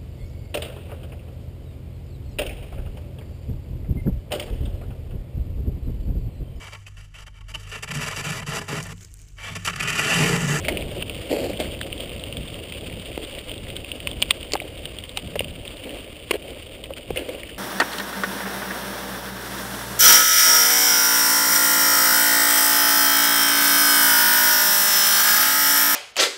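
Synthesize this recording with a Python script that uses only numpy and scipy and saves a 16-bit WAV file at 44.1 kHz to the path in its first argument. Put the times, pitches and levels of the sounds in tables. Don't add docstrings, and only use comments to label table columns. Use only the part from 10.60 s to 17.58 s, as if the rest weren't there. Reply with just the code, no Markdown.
import sys
import numpy as np
from scipy import signal
from scipy.fft import rfft, irfft
from scipy.io import wavfile
from scipy.ndimage import uniform_filter1d

SR = 44100
rng = np.random.default_rng(int(sys.argv[2]) if len(sys.argv) > 2 else 0)


def generate_wav(sig):
    pcm = np.round(np.clip(np.atleast_2d(sig).T, -1, 1) * 32767).astype(np.int16)
    wavfile.write(sys.argv[1], SR, pcm)


N = 307818
TIME_S = np.arange(N) / SR


def from_db(db):
    return 10 ** (np.asarray(db) / 20)


def rms_one(x):
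    return x / np.sqrt(np.mean(x ** 2) + 1e-20)


def peak_one(x):
    return x / (np.abs(x).max() + 1e-20)


def low_pass(x, hz, order=2):
    return signal.sosfilt(signal.butter(order, hz, fs=SR, output="sos"), x)


def drift(turns_per_s):
    hz = np.arange(N // 2 + 1) * SR / N
    spectrum = rfft(rng.standard_normal(N)) / (1 + (hz / turns_per_s) ** 2)
    return rms_one(irfft(spectrum, N))


def in_time(rows):
    return np.interp(TIME_S, *np.transpose(rows))


def resonate(x, hz, width_hz):
    r = np.exp(-np.pi * width_hz / SR)
    zeros = np.array([1, 0, -1]) * (1 - r * r) / 2
    poles = [1, -2 * r * np.cos(2 * np.pi * hz / SR), r * r]
    return signal.lfilter(zeros, poles, x + 1e-18)


def body(x, modes):
    out = 0
    for k, (hz, width_hz, db) in enumerate(modes):
        out = out + (-1) ** k * from_db(db) * resonate(x, hz, width_hz)
    return out


def grains(per_s, spread_db, cap):
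    excess_db = spread_db * np.minimum(rng.exponential(1, N), cap)
    sizes = from_db(excess_db) * rng.choice([-1, 1], N)
    return sizes * (rng.random(N) < per_s / SR)


def contact(chatter, decay_s):
    t = TIME_S[:SR // 12]
    return (t == 0) + chatter * rng.standard_normal(len(t)) * np.exp(-t / decay_s)


def add(track, s, sound):
    at = int(np.clip(round(s * SR), 0, N - 1))
    track[at:at + len(sound)] += sound[:N - at]


# frequency in Hz, relative level in dB per Hz.
WIND_SPECTRUM = [(12, -14), (25, -6.5), (40, -5), (60, -1), (80, -3.5), (105, -4.5), (150, -15.5),
                 (220, -27), (400, -31), (1000, -36.5)]


def wind():
    hz, db = np.transpose(WIND_SPECTRUM)
    bins_hz = np.arange(N // 2 + 1) * SR / N + 1e-3
    colour = from_db(np.interp(np.log(bins_hz), np.log(hz), db, left=-40, right=-90))
    air = irfft(rfft(rng.standard_normal(N)) * colour, N)
    return air / np.sqrt(uniform_filter1d(air ** 2, SR // 6))


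# middle in s, length in s, extra shudder in dB.
RUTS = [(1.053, 0.5, 4.5), (1.826, 0.38, 7.5), (2.303, 0.3, 6.5), (3.08, 0.26, 5.5), (3.562, 0.34, 10.5),
        (4.245, 0.057, 11), (4.41, 0.063, 9), (4.83, 0.63, 13), (6.52, 0.1, 14)]


def ruts():
    extra_db = 0
    for middle_s, length_s, db in RUTS:
        extra_db = extra_db + db * np.maximum(1 - (2 * (TIME_S - middle_s) / length_s) ** 2, 0)
    return extra_db


def shudder():
    shakes = grains(900, spread_db=1.5, cap=5.1)
    return rms_one(resonate(resonate(shakes, 147, 133), 152, 150))


# frequency in Hz, width in Hz, relative level in dB.
BOOM_MODES = [(227, 42, -1), (301, 120, 3.5), (430, 109, 5.5), (529, 129, 7.5), (629, 304, -2.5)]
# frequency in Hz, width in Hz, relative level in dB.
WEAVE_MODES = [(1460, 780, 7), (2550, 800, 14.5), (3330, 270, 13), (4070, 1130, 0)]
# start in s, rise in s, fall in s, scuff in dB, rasp in dB.
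RUBS = [(0.033, 0.018, 0.023, -50, -33.5), (0.094, 0.02, 0.14, -33.5, -39.5),
        (0.689, 0.029, 0.25, -24, -36.5), (0.99, 0.0066, 0.075, -27.5, -36), (4.04, 0.01, 0.033, -34, -47),
        (5.232, 0.023, 0.19, -35.5, -43.5), (5.723, 0.012, 0.037, -28, -34),
        (5.828, 0.02, 0.11, -37.5, -49), (6.365, 0.017, 0.0087, -39, -35.5),
        (6.556, 0.025, 0.063, -30, -37), (6.612, 0.078, 0.21, -35.5, -46.5),
        (6.885, 0.013, 0.018, -49, -38.5)]
SWISH_HZ, SWISH_WIDTH_HZ = 4500, 1340
SWISH_DB, HARD_RUB_DB, SWISH_GROWTH = -14.5, -23.5, 0.56


def rubs():
    slips = grains(1200, spread_db=3.0, cap=3.5)
    scuff = rms_one(low_pass(body(slips, BOOM_MODES[1:]), 1200))
    rasp = rms_one(body(slips + 0.14 * rng.standard_normal(N), WEAVE_MODES))
    swish = resonate(slips, SWISH_HZ, SWISH_WIDTH_HZ)
    swish = rms_one(resonate(swish, SWISH_HZ, SWISH_WIDTH_HZ))
    out = np.zeros(N)
    for s, rise_s, fall_s, scuff_db, rasp_db in RUBS:
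        pressure = np.interp(TIME_S - s, [0, rise_s, rise_s + fall_s], [0, 1, 0]) ** 0.66
        swish_db = scuff_db + SWISH_DB + SWISH_GROWTH * (scuff_db - HARD_RUB_DB)
        rub = from_db(scuff_db) * scuff + from_db(rasp_db) * rasp + from_db(swish_db) * swish
        out += pressure * rub
    return out


# time in s, thud peak in dB,
# thud pitch in Hz, clack level in dB, clack pitch in Hz, chatter decay in s, gap to the first rebound
# in s (2 ms or less: no rebound).
KNOCKS_AND_CLICKS = [(0.084, -18.5, 600, -11, 2110, 0.01, 0.0031),
                     (0.728, -17, 465, -31, 2520, 0.0034, 0.039),
                     (1.001, -20.5, 593, -18.5, 3500, 0.0079, 0.0047),
                     (1.213, -38, 1000, -19.5, 1730, 0.002, 0.0011),
                     (2.577, -16, 342, -24.5, 2620, 0.0021, 0),
                     (3.473, -31, 1050, -18, 2100, 0.0017, 0.0011),
                     (3.6197, -27, 596, -13, 4670, 0.0013, 0.0036), (3.708, -20, 600, -5, 2400, 0.00088, 0),
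                     (3.9208, -44, 602, -16.5, 4560, 0.00063, 0.00027),
                     (3.935, -15.5, 404.7, -9, 4500, 0.0017, 0.0066),
                     (3.954, -13, 700, -19.5, 1100, 0.00096, 0.0024),
                     (4.017, -25, 628, -39, 2800, 0.006, 0),
                     (4.573, -28.5, 840, -16.5, 3700, 0.0025, 0.0027),
                     (4.756, -17, 549, -22, 2250, 0.0038, 0.0047),
                     (4.806, -15, 517, -19, 2340, 0.0023, 0.0009),
                     (5.709, -11.5, 394, -13.5, 2150, 0.0028, 0.031),
                     (5.712, -19, 1070, -9, 2600, 0.003, 0.0011),
                     (6.305, -23.5, 526.2, -38, 1180, 0.0082, 0),
                     (6.505, -15.5, 430, -27.5, 2569, 0.0027, 0.0026),
                     (6.56, -23.5, 510, -23, 2100, 0.022, 0.00055),
                     (6.689, -19.5, 492, -25.5, 2220, 0.0073, 0)]
REBOUND_GAP_RATIO, REBOUND_THUD_LOSS_DB, REBOUND_CLACK_LOSS_DB = 0.46, 3.5, 12.5


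def hits():
    for s, thud_db, thud_hz, clack_db, clack_hz, decay_s, gap_s in KNOCKS_AND_CLICKS:
        for k in range(3 if gap_s > .002 else 1):
            hit_thud_db = thud_db - k * REBOUND_THUD_LOSS_DB
            hit_clack_db = clack_db - k * REBOUND_CLACK_LOSS_DB
            yield s, hit_thud_db, thud_hz, hit_clack_db, clack_hz, decay_s
            s = s + gap_s * REBOUND_GAP_RATIO ** k


# frequency in Hz, width in Hz, relative level in dB.
PLASTIC_MODES = [(1100, 270, 0), (2100, 130, 11.5), (2800, 710, 8.5), (3500, 140, -4), (4600, 370, -21)]


def knocks_and_clicks():
    out = np.zeros(N)
    for s, thud_db, thud_hz, clack_db, clack_hz, decay_s in hits():
        push = resonate(contact(chatter=0.053, decay_s=decay_s), thud_hz, 290)
        thud = peak_one(resonate(push, thud_hz, 0.5 / max(decay_s, .001)))
        spot = peak_one(resonate(contact(chatter=.06, decay_s=decay_s), clack_hz, clack_hz / 6))
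        rattle = body(contact(chatter=0.94, decay_s=decay_s), PLASTIC_MODES)
        rattle = peak_one(low_pass(rattle, 3.0 * clack_hz, order=3))
        clack = from_db(3.5) * spot + from_db(-3.5) * rattle
        add(out, s, from_db(thud_db) * thud + from_db(clack_db) * clack)
    return out


PEBBLES_PER_S = 17.0
PEBBLE_OVER_GRAVEL_DB, PEBBLE_SPREAD_DB = 16.5, 2.2
PEBBLE_HZ, PEBBLE_SPREAD_HZ = 2900, 370


def pebbles(speed, gravel_db):
    at = np.flatnonzero(rng.random(N) < PEBBLES_PER_S * speed ** 2 / SR)
    size, pitch = rng.standard_normal((len(at), 2)).T
    level_db = gravel_db[at] + PEBBLE_OVER_GRAVEL_DB + PEBBLE_SPREAD_DB * size
    return zip(TIME_S[at], level_db, PEBBLE_HZ + PEBBLE_SPREAD_HZ * pitch)


# frequency in Hz, width in Hz, relative level in dB.
WALL_MODES = [(1047, 490, -9.5), (2263, 465, -3.5), (2820, 384, 2), (3218, 460, -0.5), (3696, 196, -4),
              (4670, 600, -11.5)]
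# time in s, level in dB, pitch in Hz.
STONES = [(0.0498, -19, 2320), (0.0934, -18, 2200), (0.172, -12.5, 2540), (0.2239, -21.5, 2450),
          (0.4247, -14, 2800), (0.4965, -16, 2730), (0.973, -21.5, 3130), (1.2145, -18, 3365),
          (1.3278, -16.5, 2780), (1.4052, -20, 3060), (1.638, -17.5, 3040), (1.7259, -19.5, 2800),
          (1.7699, -18.5, 3170), (1.9426, -22, 2973), (2.1232, -21, 2820), (2.457, -23, 2950),
          (2.8946, -20, 2976), (2.9156, -18, 2820), (3.1656, -17.5, 3250), (3.246, -21.5, 2670),
          (3.3166, -15, 2800), (3.403, -20, 2800), (3.472, -11.5, 2820), (3.5139, -20, 3160),
          (3.6241, -1.5, 2970), (3.705, -16, 2900), (3.7082, 0.5, 3110), (3.8293, -20, 2940),
          (3.9654, -23, 3020), (4.001, -17.5, 2390), (4.255, -15.5, 3080), (4.3862, -18, 3150),
          (4.4933, -23.5, 3440), (4.5724, -10.5, 2730), (4.793, -8.5, 2754), (4.8448, -19.5, 2818),
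          (5.078, -19.5, 3134), (6.2396, -20, 3127), (6.3362, -24, 2750), (6.573, -13, 2800),
          (6.8331, -21, 2230)]
WALL_RING_DB = -11.0


def ticks(stones):
    out = np.zeros(N)
    for s, db, hz in stones:
        snap = resonate(contact(chatter=0.051, decay_s=0.0038), hz, 1420)
        swell = resonate(resonate(snap, hz, 690), hz, 1320)
        tick = peak_one(swell) + from_db(-22) * peak_one(snap)
        ring = body(contact(chatter=0.99, decay_s=0.0037), WALL_MODES)
        ring = peak_one(low_pass(ring, 8600))
        add(out, s, from_db(db) * (peak_one(tick) + from_db(WALL_RING_DB) * ring))
    return out


def rumble():
    drumming = grains(2500, spread_db=-0.5, cap=5.1) * from_db(1.97 * drift(24))
    return rms_one(low_pass(body(drumming, BOOM_MODES), 960, order=3))


def crunch():
    clusters = from_db(2.5 * drift(35))
    cracks = 0
    for hz in np.linspace(2300, 3600, 7):
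        snaps = grains(100, spread_db=4.5, cap=3) * clusters
        cracks = cracks + resonate(body(snaps, WALL_MODES), hz, 1600)
    sand = rms_one(body(rng.standard_normal(N), WALL_MODES)) * from_db(3.0 * drift(38))
    spray = from_db(-22.5) * rng.standard_normal(N)
    return rms_one(rms_one(cracks) + .9 * sand + spray)


# time in s, speed in m/s.
SPEED = [(0.0, 5.9), (0.2, 6.4), (0.5, 4.57), (1.4, 4.9), (2.05, 3.93), (2.9, 3.95), (4.3, 3.45),
         (5.1, 3.07), (6.2, 3.1), (6.98, 2.96)]
# time in s, base level of the crunch in dB.
GRAVEL = [(0.0, -41.5), (0.23, -43.5), (0.43, -42), (0.87, -43), (1.05, -43), (2.68, -42.5), (2.78, -43),
          (3.52, -44.5), (3.6, -42.5), (4.04, -46.5), (4.45, -44.5), (4.55, -45.5), (5.52, -45),
          (5.66, -46), (6.47, -47), (6.71, -43.5), (6.98, -45.5)]
CRUISE_M_PER_S = 4.0
WIND_DB, WIND_DOUBLING_DB = -40.5, 10
SHUDDER_DB, SHUDDER_DOUBLING_DB = -48, 16
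RUMBLE_DB, RUMBLE_DOUBLING_DB = -40.0, 9.0
CRUNCH_OVER_GRAVEL_DB = 2.2
RUT_WIND_SHARE = 0.45
GUST_DB, GUSTS_PER_S = 2.0, 14
SHUDDER_SWAY_DB, SWAYS_PER_S = 1.7, 12.0
PATCH_DB, PATCHES_PER_S = 0.86, 7.9


def scene():
    speed = in_time(SPEED) / CRUISE_M_PER_S
    gravel_db = in_time(GRAVEL)
    doublings = np.log2(speed)
    rut_db = ruts()
    patch_db = PATCH_DB * drift(PATCHES_PER_S)

    wind_db = WIND_DB + WIND_DOUBLING_DB * doublings + RUT_WIND_SHARE * rut_db
    wind_db = wind_db + GUST_DB * drift(GUSTS_PER_S)
    shudder_db = SHUDDER_DB + SHUDDER_DOUBLING_DB * doublings + rut_db
    shudder_db = shudder_db + SHUDDER_SWAY_DB * drift(SWAYS_PER_S)
    rumble_db = RUMBLE_DB + RUMBLE_DOUBLING_DB * doublings + patch_db
    crunch_db = CRUNCH_OVER_GRAVEL_DB + gravel_db + patch_db

    buffeting = from_db(wind_db) * wind() + from_db(shudder_db) * shudder()
    contacts = rubs() + knocks_and_clicks() + ticks(STONES) + ticks(pebbles(speed, gravel_db))
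    rolling = from_db(rumble_db) * rumble() + from_db(crunch_db) * crunch()
    return (buffeting + contacts + rolling)[None]


CAMERA_RATE_HZ, HOLD_STEPS = 12000, 8
CUTOFF_HZ = 15300


def record(dry):
    sampled = signal.resample_poly(low_pass(dry[0], 9300, order=6), CAMERA_RATE_HZ, SR)
    held = np.repeat(np.clip(sampled, -1, 1), HOLD_STEPS)
    out = signal.resample_poly(held, SR, HOLD_STEPS * CAMERA_RATE_HZ)[:N]
    steep_low_pass = signal.ellip(10, .2, 70, CUTOFF_HZ, fs=SR, output="sos")
    return signal.sosfilt(steep_low_pass, out)[None]


dry = scene()
out = record(dry)
generate_wav(out)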